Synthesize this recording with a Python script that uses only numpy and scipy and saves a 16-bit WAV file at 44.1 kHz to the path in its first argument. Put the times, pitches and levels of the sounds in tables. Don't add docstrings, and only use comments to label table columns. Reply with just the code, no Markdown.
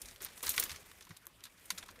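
import sys
import numpy as np
from scipy import signal
from scipy.io import wavfile
from scipy.ndimage import uniform_filter1d

SR = 44100
rng = np.random.default_rng(int(sys.argv[2]) if len(sys.argv) > 2 else 0)


def generate_wav(sig):
    pcm = np.round(np.clip(np.atleast_2d(sig).T, -1, 1) * 32767).astype(np.int16)
    wavfile.write(sys.argv[1], SR, pcm)


def nominal_scale(level):
    x = np.asarray(level, float) / 20
    return 10 ** x


N = 88200


def rms_one(x):
    return x / np.sqrt(np.mean(x ** 2) + 1e-20)


def drift(rate):
    r = np.exp(-40 * np.pi * rate / SR)
    noise = rng.standard_normal(N // 20 + 2002)
    slow = signal.lfilter([1], [1, -2 * r, r * r], noise)[2000:]
    return np.interp(np.arange(N) / 20, np.arange(len(slow)), rms_one(slow))


def resonate(x, hz, width):
    r = np.exp(-np.pi * width / SR)
    top = (1 - r * r) / 2
    return signal.lfilter([top, 0, -top], [1, -2 * r * np.cos(2 * np.pi * hz / SR), r * r], x)


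def grains(count, rate, spread_db):
    draw = rng.random(count)
    size = rng.exponential(1, count)
    sign = rng.choice([-1, 1], count)
    return rms_one((draw < rate / SR) * sign * nominal_scale(spread_db * np.minimum(size, 4)))


def bands(sources, spectrum, patch_db, tilt_db):
    out = 0
    edges = 20 * 2 ** np.arange(0, 10, 0.5)
    hz, db = np.transpose(spectrum)
    for k, (low, high) in enumerate(zip(edges, edges[1:])):
        band = signal.butter(2, [low, high], "band", fs=SR, output="sos")
        part = signal.sosfilt(band, sources[k % 2])
        mid = np.sqrt(low * high)
        level = np.interp(np.log(mid), np.log(hz), db)
        tilt = tilt_db * np.log2(mid / 5000) / 2
        out = out + part * nominal_scale(level + patch_db * drift(13.8) + tilt)
    return rms_one(out)


def air():
    # f/Hz, level/dB
    hiss_colour = [(25, -37), (50, -1.5), (120, -7), (300, -12), (800, -14.5), (2000, -15), (6000, -24.5),
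                   (15500, -27.5)]
    hiss = nominal_scale(-65.5) * bands(rng.standard_normal((2, N)), hiss_colour, patch_db=3.7, tilt_db=0)
    low_band = signal.butter(2, [25, 125], "band", fs=SR, output="sos")
    wind = rms_one(signal.sosfilt(low_band, rng.standard_normal(N)))
    gust_db = -3 * drift(8.8)
    return hiss + nominal_scale(-80.5 + gust_db) * wind


def hooves():
    # t/s, peak level/dB, pitch f/Hz, time to fall 60 dB/s
    steps = [
        (0.031, -64, 48, 0.4),
        (0.231, -64, 86.2, 0.22),
        (0.466, -52.5, 75, 0.16),
        (.58, -59, 81.7, 0.26),
        (0.708, -50, 87, 0.13),
        (1.096, -47.5, 181, 0.068),
        (1.104, -43, 112, 0.066),
        (1.263, -61, 357, 0.085),
        (1.717, -55.5, 196.6, 0.14),
        (1.85, -70, 59, 0.11),
    ]
    out, t = np.zeros(N + SR), np.arange(12000) / SR
    rise_s = 0.02
    for s, db, hz, t60 in steps:
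        shape = (1 - np.exp(-t / rise_s)) * nominal_scale(db + 10.5 - 60 * t / t60)
        tone = np.sin(2 * np.pi * hz * t * (1 - 1.4 * t) + rng.uniform(0, 4.3))
        rumble = resonate(rng.standard_normal(12000), 1.17 * hz, hz)
        rumble = rms_one(resonate(rumble, 1.17 * hz, hz))
        start = int(s * SR)
        out[start:start + 12000] += shape * (tone + 0.34 * rumble)
    return out[:N]


def hum():
    start_s, rise_s, pitch_hz, level_db = 1.978, 0.01, 496, -57
    t = np.maximum(np.arange(N) / SR - start_s, 0)
    return nominal_scale(level_db) * (1 - np.exp(-t / rise_s)) * np.sin(2 * np.pi * pitch_hz * t)


def rustle():
    # t/s, level/dB, brightness/dB
    push = [(0, -59.5, -4), (0.092, -55, -4), (0.203, -70, -1.5), (0.209, -51, -3), (.25, -59.5, -7),
            (.31, -58.5, -4), (0.427, -55.5, -1), (0.431, -41.5, -2.5), (0.459, -43.5, -1.5),
            (.5, -45, -2.5), (.54, -45.5, 0.5), (0.6, -42.5, -3.5), (.68, -49, -2.5), (.78, -58, -4.5),
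            (1.12, -68.5, -2), (1.348, -77, 5), (1.66, -61.5, -3.5), (1.8, -58.5, -6), (2.0, -70.5, -9)]
    # f/Hz, level per Hz/dB
    leaf_colour = [(150, -12.5), (400, -6.5), (900, -8), (2000, -2.5), (4000, -7), (9500, -4),
                   (15000, -5.5), (17000, -20)]
    s, db, bright_db = np.transpose(push)
    t = np.arange(N) / SR
    leaves = [grains(count=N, rate=7000, spread_db=3.5) for _ in range(2)]
    loudness = nominal_scale(np.interp(t, s, db) + 1.8 * drift(87))
    return loudness * bands(leaves, leaf_colour, patch_db=2.0, tilt_db=np.interp(t, s, bright_db))


def breaks():
    # t/s, level/dB, rise time/s
    broken = [
        (0.579, -27.5, 0.00046),
        (1.7036, -29, 0.0018),
    ]
    # f/Hz, width/Hz, level/dB
    rings = [
        [(1130, 120, -14), (1980, 153, 4.5), (2220, 115, 0.5), (3590, 170, -0.5), (4760, 130, -0.5),
         (5770, 130, -1.5)],
        [(1022, 89, -2), (1438, 87, -1.5), (2143, 140, 1.5), (3840, 200, 6), (4570, 135, 6), (6340, 136, 5)],
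    ]
    out, t = np.zeros(N + SR), np.arange(4000) / SR
    for (s, db, rise), modes in zip(broken, rings):
        start = int(s * SR)
        for hz, width, level_db in modes:
            shape = (1 - np.exp(-t / rise)) * np.exp(-np.pi * width * t)
            out[start:start + 4000] += nominal_scale(db + level_db) * shape * np.sin(2 * np.pi * hz * t)
    return out[:N]


def coloured(burst, db, centre):
    # f/Hz, width/Hz, level/dB
    wood = [(1040, 370, 7), (1950, 700, 0), (3810, 940, -2.5), (5830, 1880, -0.5)]
    # f/Hz, width/Hz, level/dB
    leaf = [(6910, 4400, -5.0), (8850, 440, 1.5), (11620, 4500, -6), (14600, 1000, -2)]
    hz, width, level_db = np.transpose([*wood, *leaf])
    shade, detune = np.clip(rng.standard_normal((2, 8)), -1.5, 1.5)
    octaves_off = np.log2(hz / 1000) - centre
    gains = nominal_scale(level_db + 1.5 * shade - 4 * octaves_off ** 2)
    gains = gains * nominal_scale(db) / np.sqrt(np.sum(gains ** 2 * width) * np.pi / SR)
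    t = np.arange(len(burst)) / SR
    dulling = nominal_scale(-20 * np.outer(hz / 1000, t))
    out = 0
    for k in range(8):
        part = resonate(burst * dulling[k], hz[k] * (1 + 0.04 * detune[k]), width[k])
        out = out + (-1) ** k * gains[k] * part
    return out


def cracks(rows):
    rise_s, snap_t60_s = 0.00063, 0.0039
    tail_db, tail_t60_s = -12.5, 0.12
    out, t = np.zeros(N + SR), np.arange(8000) / SR
    for s, db, centre, t60, snap_db in rows:
        fade = nominal_scale(-60 * t / t60) + nominal_scale(tail_db - 60 * t / tail_t60_s)
        shape = (1 - np.exp(-t / rise_s)) * fade
        burst = shape * grains(count=8000, rate=16000, spread_db=2.8)
        burst *= np.sqrt(np.sum(shape ** 2) / np.sum(burst ** 2))
        burst += 0.55 * rng.choice([-1, 1], 8000) * nominal_scale(snap_db - 60 * t / snap_t60_s)
        burst[0] = 3.04 * nominal_scale(snap_db)
        start = int(s * SR)
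        out[start:start + 8000] += coloured(burst, db + 1, centre)
    return out[:N]


def twigs():
    # t/s, level/dB, pitch centre/octaves over 1 kHz,
    # time to fall 60 dB/s, first snap over splinters/dB
    lean = [(0.0163, -34.5, 2.86, 0.026, -8), (0.0492, -52.5, 0.95, 0.023, -5),
            (0.0561, -42, 2.5, 0.029, -10), (0.0845, -41, 2.27, 0.02, -16), (0.111, -50.5, 2.1, 0.027, 11),
            (0.1609, -48.5, 2.2, 0.016, 9), (0.2039, -50, 1.5, 0.13, -5), (0.2199, -41, 3.8, 0.018, 10),
            (0.2266, -42, 3.3, 0.012, 9.5), (0.2305, -42.5, 2.07, 0.055, 1), (0.2395, -41, 3.5, 0.03, -5),
            (0.2484, -35.5, 3.1, 0.018, 12), (0.2525, -43, 1.75, 0.052, -6),
            (0.2617, -42.5, 1.7, 0.046, -1), (0.2851, -50, 1.6, 0.047, 2), (0.3353, -54, 2, 0.024, 8),
            (0.3766, -47, 1.4, 0.018, 5), (0.4068, -52, 1.6, 0.014, 13.5), (0.4278, -33, 3.4, 0.036, -8),
            (0.4499, -40, 1.9, 0.022, 4), (0.4625, -34.5, 5, 0.03, 2), (0.4682, -31, 1.98, 0.02, 9.5),
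            (0.4783, -32, 1.8, 0.045, 4.5)]
    shove = [(0.4926, -23.5, 3.7, 0.035, 8), (0.5033, -32.5, 3, 0.093, 12), (0.5174, -34, 3, 0.023, 1),
             (0.5397, -36, 1.7, 0.013, 2), (0.5626, -36, 3.2, 0.059, -6), (0.5705, -46, 3.3, 0.012, 0),
             (0.5791, -29.5, 1.79, 0.046, 13.5), (0.5976, -20.5, 3.3, 0.026, 3.5),
             (0.6249, -31, 1.88, 0.036, 2), (0.6364, -28.5, 3.36, 0.032, -7),
             (0.6599, -39.5, 1.3, 0.01, -2), (0.6949, -37, 1.67, 0.03, 6.5),
             (0.7039, -36.5, 1.94, 0.024, -0.5), (0.7162, -37.5, 1.8, 0.038, 7),
             (0.7458, -45.5, 1.44, 0.031, 5), (0.7604, -35, 1.85, 0.0076, -3),
             (0.9143, -47.5, 1.8, 0.021, 6), (1.0086, -42.5, 1.68, 0.017, 1), (1.0238, -48.5, 1.9, 0.03, 4),
             (1.0509, -53.5, 2.7, 0.03, 8), (1.0679, -53.5, 1.2, 0.048, -8),
             (1.0912, -51.5, 2.24, 0.045, 3), (1.1054, -50.5, 1.38, 0.076, -4)]
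    later_steps = [(1.1665, -49.5, 1.83, 0.033, 9), (1.1704, -49.5, 2.9, 0.021, 10),
                   (1.2559, -62, 3.9, 0.02, 15), (1.2685, -45.5, 3.46, 0.011, 16),
                   (1.4067, -58.5, 2.2, 0.0096, 10.5), (1.4374, -36.5, 2.33, 0.026, -12),
                   (1.4536, -42, 2.02, 0.03, 4), (1.4655, -53, 1.55, 0.063, 5), (1.579, -58, 1.7, 0.026, 5),
                   (1.655, -49.5, 3.3, 0.05, -6), (1.7034, -26.5, 2.19, 0.033, -6),
                   (1.7618, -62, 5.5, 0.027, 3), (1.776, -40, 2.15, 0.028, -9),
                   (1.7814, -34.5, 2.05, 0.036, -1), (1.827, -45, 1.55, 0.043, 3),
                   (1.8607, -50, 2.5, 0.036, -1), (1.8835, -50, 2.6, 0.015, 6),
                   (1.8863, -45, 1.3, 0.042, -19), (1.9111, -53.5, 2.7, 0.024, 11),
                   (1.9573, -55, 1.4, 0.064, -3), (1.9899, -54, 1.7, 0.03, 3)]
    small_cracks = [
        (1.2683, -55.5, 0.45, 0.015, 8.5),
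        (1.9055, -53, 2.9, 0.012, 4),
        (1.3, -68, 0.48, 0.02, 3),
        (1.5, -65, 4.4, 0.02, 0),
        (0.4355, -39.5, 1.6, 0.049, 1),
        (1.7200, -48, 2.9, 0.043, -2),
    ]
    out = cracks(lean) + cracks(shove) + cracks(later_steps) + cracks(small_cracks)
    return signal.sosfilt(signal.butter(5, 934, "high", fs=SR, output="sos"), out)


def scene():
    return (air() + hooves() + hum() + rustle() + breaks() + twigs())[None]


def low_pass(x):
    return signal.sosfilt(signal.butter(12, 16630, fs=SR, output="sos"), x)


def record(dry):
    low = signal.sosfiltfilt(signal.cheby2(14, 25, 15850, fs=SR, output="sos"), dry)
    top = dry - low
    sudden = uniform_filter1d(top ** 2, size=130) > 5 * uniform_filter1d(top ** 2, size=2000)
    opening = uniform_filter1d(1.0 * sudden, size=130)
    return low_pass(low + 0.5 * top * opening)


dry = scene()
out = record(dry)
generate_wav(out)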